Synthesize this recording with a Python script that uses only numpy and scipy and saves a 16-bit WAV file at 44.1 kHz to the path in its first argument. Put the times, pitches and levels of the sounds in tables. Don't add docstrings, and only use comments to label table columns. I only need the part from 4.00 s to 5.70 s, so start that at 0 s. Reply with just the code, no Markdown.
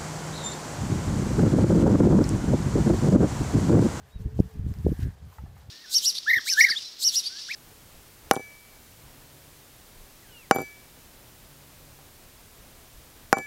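import sys
import numpy as np
from scipy import signal
from scipy.io import wavfile
from scipy.ndimage import uniform_filter1d

SR = 44100
rng = np.random.default_rng(int(sys.argv[2]) if len(sys.argv) > 2 else 0)


def log_audio(samples):
    frames = np.atleast_2d(samples).T
    limited = np.clip(frames, -1, 1)
    pcm = np.round(limited * 32767).astype(np.int16)
    wavfile.write(sys.argv[1], SR, pcm)


N = 74970
TIME = np.arange(N) / SR

# frequency_hz, relative_density_db
AIR_SPECTRUM = [(100, 1), (300, -1.5), (550, 4), (900, 1), (1800, -8), (2600, -8), (5000, -13.5),
                (15000, -25)]
# time_s, pitch_hz, level_db
HUM_CURVE = [(0, 422.6, -77), (.15, 426, -72.5), (.22, 440, -58), (.38, 444, -56.5), (.52, 439, -59.5),
             (.68, 420, -63), (.85, 417, -66.5), (1.7, 420, -83)]
# start_s, level_db, pitch_hz
HOOF_KNOCKS = [(1.325, -52.5, 1030), (1.3835, -40, 870), (1.461, -48.5, 773), (1.566, -48, 820)]
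# pitch_ratio, gain_db, t60_s
HOOF_MODES = [(.78, -12, 0.031), (1, 3.5, 0.029), (1.3, -5.5, 0.015), (1.5, -7.5, 0.039), (2.28, -8, .03)]
# start_s, level_db, low_edge_hz, ring_gain_db
STALK_SNAPS = [(.4, -34, 4500, 2), (.54, -37.5, 4920, -14), (0.7396, -31, 520, -10),
               (.787, -37.5, 3800, -4.5), (1.004, -29, 4500, -16), (1.58, -39, 1200, -22)]
# time_s, level_db
SWISH_ENVELOPE = [(0, -76), (.108, -66.5), (.17, -76), (.208, -63.5), (.254, -72), (.34, -71),
                  (.388, -61.5), (.42, -66.5), (.486, -63.5), (.56, -68.5), (.62, -73), (.69, -64.5),
                  (.82, -64), (.912, -59), (.96, -62.5), (1.015, -58.5), (1.075, -65.5), (1.124, -68),
                  (1.15, -72.5), (1.24, -72), (1.355, -62), (1.4, -69), (1.53, -72.5), (1.6, -63.5),
                  (1.7, -73.5)]
# frequency_hz, relative_density_db
SWISH_SPECTRUM = [(650, 9), (1200, 4.5), (3000, -1), (5000, -1.5), (7000, -2.5), (10000, -6), (14000, -3),
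                  (16000, -4)]
# time_s, level_db
BRUSH_ENVELOPE = [(.85, -72), (.95, -63), (1.03, -55.5), (1.095, -61), (1.17, -78)]
# frequency_hz, relative_density_db
SLIP_SPECTRUM = [(1900, 1), (4500, -2), (8000, -8.5), (15500, -18)]
# centre_s, peak_db, pitch_hz, half_length_ms
VORTEX_FLUTTERS = [(0.265, -36, 320, 3), (0.8669, -15, 390, 2.94), (0.885, -26.5, 482.7, 2.3),
                   (0.9254, -23, 345, 2.4)]
# centre_s, level_db, half_width_ms
EDDY_HITS = [(.162, -27, 5.2), (0.206, -25, 4.4), (0.2589, -20.5, 3.3), (.392, -16.5, 0.89),
             (0.4025, -6, 1.585), (0.595, -19, 3.63), (0.6654, -22, 2.25), (0.715, -22, 2.83),
             (0.8493, -19, 2.16), (.861, -16, 3), (0.8663, -11, 1.026), (0.878, -19, 5.2),
             (0.892, -18, 1.9), (.919, -15, 1.9), (.993, -23, 2.16), (1.03, -23.5, 3.1), (1.0708, -22, 2),
             (1.438, -32, 2.34)]
# time_s, level_db
GUST_ENVELOPE = [(0, -51.5), (.036, -51), (.06, -55.5), (.13, -60.5), (.158, -40), (.188, -50.5),
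                 (.207, -31), (.24, -43.5), (.268, -27.5), (.302, -44.5), (.38, -29), (.434, -38),
                 (.462, -36), (.51, -59), (.55, -40.5), (.59, -35.5), (.632, -30.5), (.665, -28),
                 (.72, -31.5), (.742, -49.5), (.77, -33.5), (.808, -31.5), (.828, -42), (.858, -24.5),
                 (.922, -26.5), (.966, -44), (1.003, -34), (1.032, -25), (1.078, -26.5), (1.12, -45),
                 (1.192, -55), (1.226, -41.5), (1.268, -42), (1.365, -62.5), (1.395, -39), (1.444, -41),
                 (1.53, -48.5), (1.67, -51), (1.7, -37)]
# frequency_hz, relative_density_db
RUMBLE_SPECTRUM = [(22, -35), (40, -18), (65, 6), (100, -1.5), (150, -7), (220, -21), (330, -30.5),
                   (600, -49.5)]


def from_db(db):
    return 10 ** (np.asarray(db) / 20)


def rms_one(x):
    return x / np.sqrt(np.mean(x ** 2) + 1e-20)


def in_time(rows):
    times_s, *columns = np.transpose(rows)
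    return [np.interp(TIME, times_s, column) for column in columns]


def at_hz(points, hz):
    points_hz, points_db = np.transpose(points)
    return np.interp(np.log(hz), np.log(points_hz), points_db)


def butter(x, hz, kind, order=2):
    sections = signal.butter(order, np.clip(hz, 10, .48 * SR), kind, fs=SR, output="sos")
    return signal.sosfilt(sections, x + 1e-18)


def drift(rate):
    r = np.exp(-2 * np.pi * rate / SR)
    return rms_one(signal.lfilter([1], [1, -2 * r, r * r], rng.standard_normal(N + SR))[SR:])


def ring(x, hz, t60):
    r, w = from_db(-60 / (t60 * SR)), 2 * np.pi * hz / SR
    return signal.lfilter([0, np.sin(w)], [1, -2 * r * np.cos(w), r * r], x + 1e-18)


def noise_bands(spectrum, count):
    edges = np.geomspace(spectrum[0][0], spectrum[-1][0], count + 1)
    centres = np.sqrt(edges[1:] * edges[:-1])
    bands = np.zeros((count, N))
    for k, hz in enumerate(centres):
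        noise = butter(rng.standard_normal(N + SR // 2), edges[k:k + 2], "band", order=3)[-N:]
        bands[k] = from_db(at_hz(spectrum, hz)) * noise
    return centres, bands / bands.sum(0).std()


def noise_burst(start_s, decay_s):
    return rng.standard_normal(N) * (TIME >= start_s) * np.exp(-np.abs(TIME - start_s) / decay_s)


def field_air(level_db=-62.5):
    _, bands = noise_bands(AIR_SPECTRUM, count=14)
    return from_db(level_db) * bands.sum(0)


def far_hum(pitch_spread=.03, level_spread_db=2.5):
    pitch_hz, level_db = in_time(HUM_CURVE)
    phase = 2 * np.pi * np.cumsum(pitch_hz * (1 + pitch_spread * drift(25.5))) / SR
    return from_db(level_db + level_spread_db * drift(27)) * np.sqrt(2) * np.sin(phase)


def bird_chirp(centre_s=.15, length_s=.087, top_hz=3840, arch_hz=150, peak_db=-60):
    offset = np.clip(2 * (TIME - centre_s) / length_s, -1, 1)
    phase = 2 * np.pi * np.cumsum(top_hz - arch_hz * offset ** 2) / SR
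    return from_db(peak_db) * (1 - offset ** 2) * np.sin(phase)


def hooves(scuff_db=-31, band_hz=(547, 2140)):
    knocks = np.zeros(N)
    for start_s, level_db, pitch_hz in HOOF_KNOCKS:
        scuff = from_db(scuff_db) * noise_burst(start_s, decay_s=.0077)
        contact = signal.unit_impulse(N, int(start_s * SR)) + scuff
        for k, (ratio, gain_db, t60_s) in enumerate(HOOF_MODES):
            knocks += (-1) ** k * from_db(level_db + gain_db) * ring(contact, ratio * pitch_hz, t60_s)
    return butter(knocks, band_hz, "band", order=3)


def grass_snaps(splinter_db=-24, stem_db=-4):
    snaps = np.zeros(N)
    for start_s, level_db, low_edge_hz, ring_gain_db in STALK_SNAPS:
        crack = signal.unit_impulse(N, int(start_s * SR))
        splinters = from_db(splinter_db) * noise_burst(start_s, decay_s=.001)
        high_ring = from_db(ring_gain_db) * ring(np.diff(crack, prepend=0), hz=5040, t60=.0038)
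        stem_ring = from_db(stem_db) * ring(crack, hz=2010, t60=.0016)
        snap = crack + splinters + high_ring + stem_ring
        snaps += from_db(level_db) * butter(snap, low_edge_hz, "high", order=4)
    return snaps


def rug_swish(hiss_db=2.5, flicker_db=2.06, crackle_db=-7, crackles_per_s=570, spread_db=4.5):
    level_db, = in_time(SWISH_ENVELOPE)
    _, bands = noise_bands(SWISH_SPECTRUM, count=10)
    hiss = sum(band * from_db(flicker_db * drift(29)) for band in bands)
    sizes = from_db(spread_db * np.minimum(rng.exponential(1, N), 4)) * rng.choice([-1, 1], N)
    clicks = sizes * (rng.random(N) < crackles_per_s / SR)
    crackle = rms_one(butter(clicks, hz=2500, kind="high"))
    return from_db(level_db) * (from_db(hiss_db) * hiss + from_db(crackle_db) * crackle)


def rug_brush(band_hz=(1510, 1915)):
    level_db, = in_time(BRUSH_ENVELOPE)
    return from_db(level_db) * rms_one(butter(rng.standard_normal(N), band_hz, "band"))


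def rug_slip(centre_s=1.02, half_length_s=.024, level_db=-55.5, flicker_db=2):
    swell = np.exp(-((TIME - centre_s) / half_length_s) ** 2)
    gain = from_db(level_db + flicker_db * drift(130))
    _, bands = noise_bands(SLIP_SPECTRUM, count=5)
    return gain * swell * bands.sum(0)


def wind_flutters(rise_per_half_length=.1):
    flutters = np.zeros(N)
    for centre_s, peak_db, pitch_hz, half_length_ms in VORTEX_FLUTTERS:
        offset = np.clip((TIME - centre_s) / (half_length_ms / 1000), -5, 5)
        cycles = pitch_hz * (TIME - centre_s) * (1 + rise_per_half_length * offset / 2)
        flutters += from_db(peak_db) * np.exp(-offset ** 2) * np.cos(2 * np.pi * cycles)
    return flutters


def wind_thumps(low_hz=49, top_hz=964):
    pulses = np.zeros(N)
    for centre_s, level_db, half_width_ms in EDDY_HITS:
        offset = (TIME - centre_s) / (half_width_ms / 1000)
        swing = -offset / (1 + offset ** 2) ** 2
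        pulses += from_db(level_db) * swing / swing.max()
    return butter(butter(pulses, low_hz, "high", order=1), top_hz, "low", order=6)


def wind_rumble(moderate_gust_db=-37.5, tilt_per_octave=.27):
    gust_db, = in_time(GUST_ENVELOPE)
    centres_hz, bands = noise_bands(RUMBLE_SPECTRUM, count=9)
    octaves = np.maximum(np.log2(centres_hz / 100), 0)[:, None]
    brightening_db = tilt_per_octave * octaves * (gust_db - moderate_gust_db)
    rumble = (bands * from_db(brightening_db)).sum(0)
    power = uniform_filter1d(uniform_filter1d(rumble ** 2, size=900), size=900)
    return from_db(gust_db) * rumble / np.sqrt(power + 1e-12)


def scene():
    air = field_air()
    wind = wind_rumble() + wind_thumps() + wind_flutters()
    horses = rug_swish() + rug_brush() + rug_slip() + grass_snaps() + hooves()
    return (air + far_hum() + bird_chirp() + horses + wind)[None]


def record(dry, cutoff_hz=15500):
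    return signal.sosfilt(signal.ellip(10, .2, 80, cutoff_hz, fs=SR, output="sos"), dry)


dry = scene()
out = record(dry)
log_audio(out)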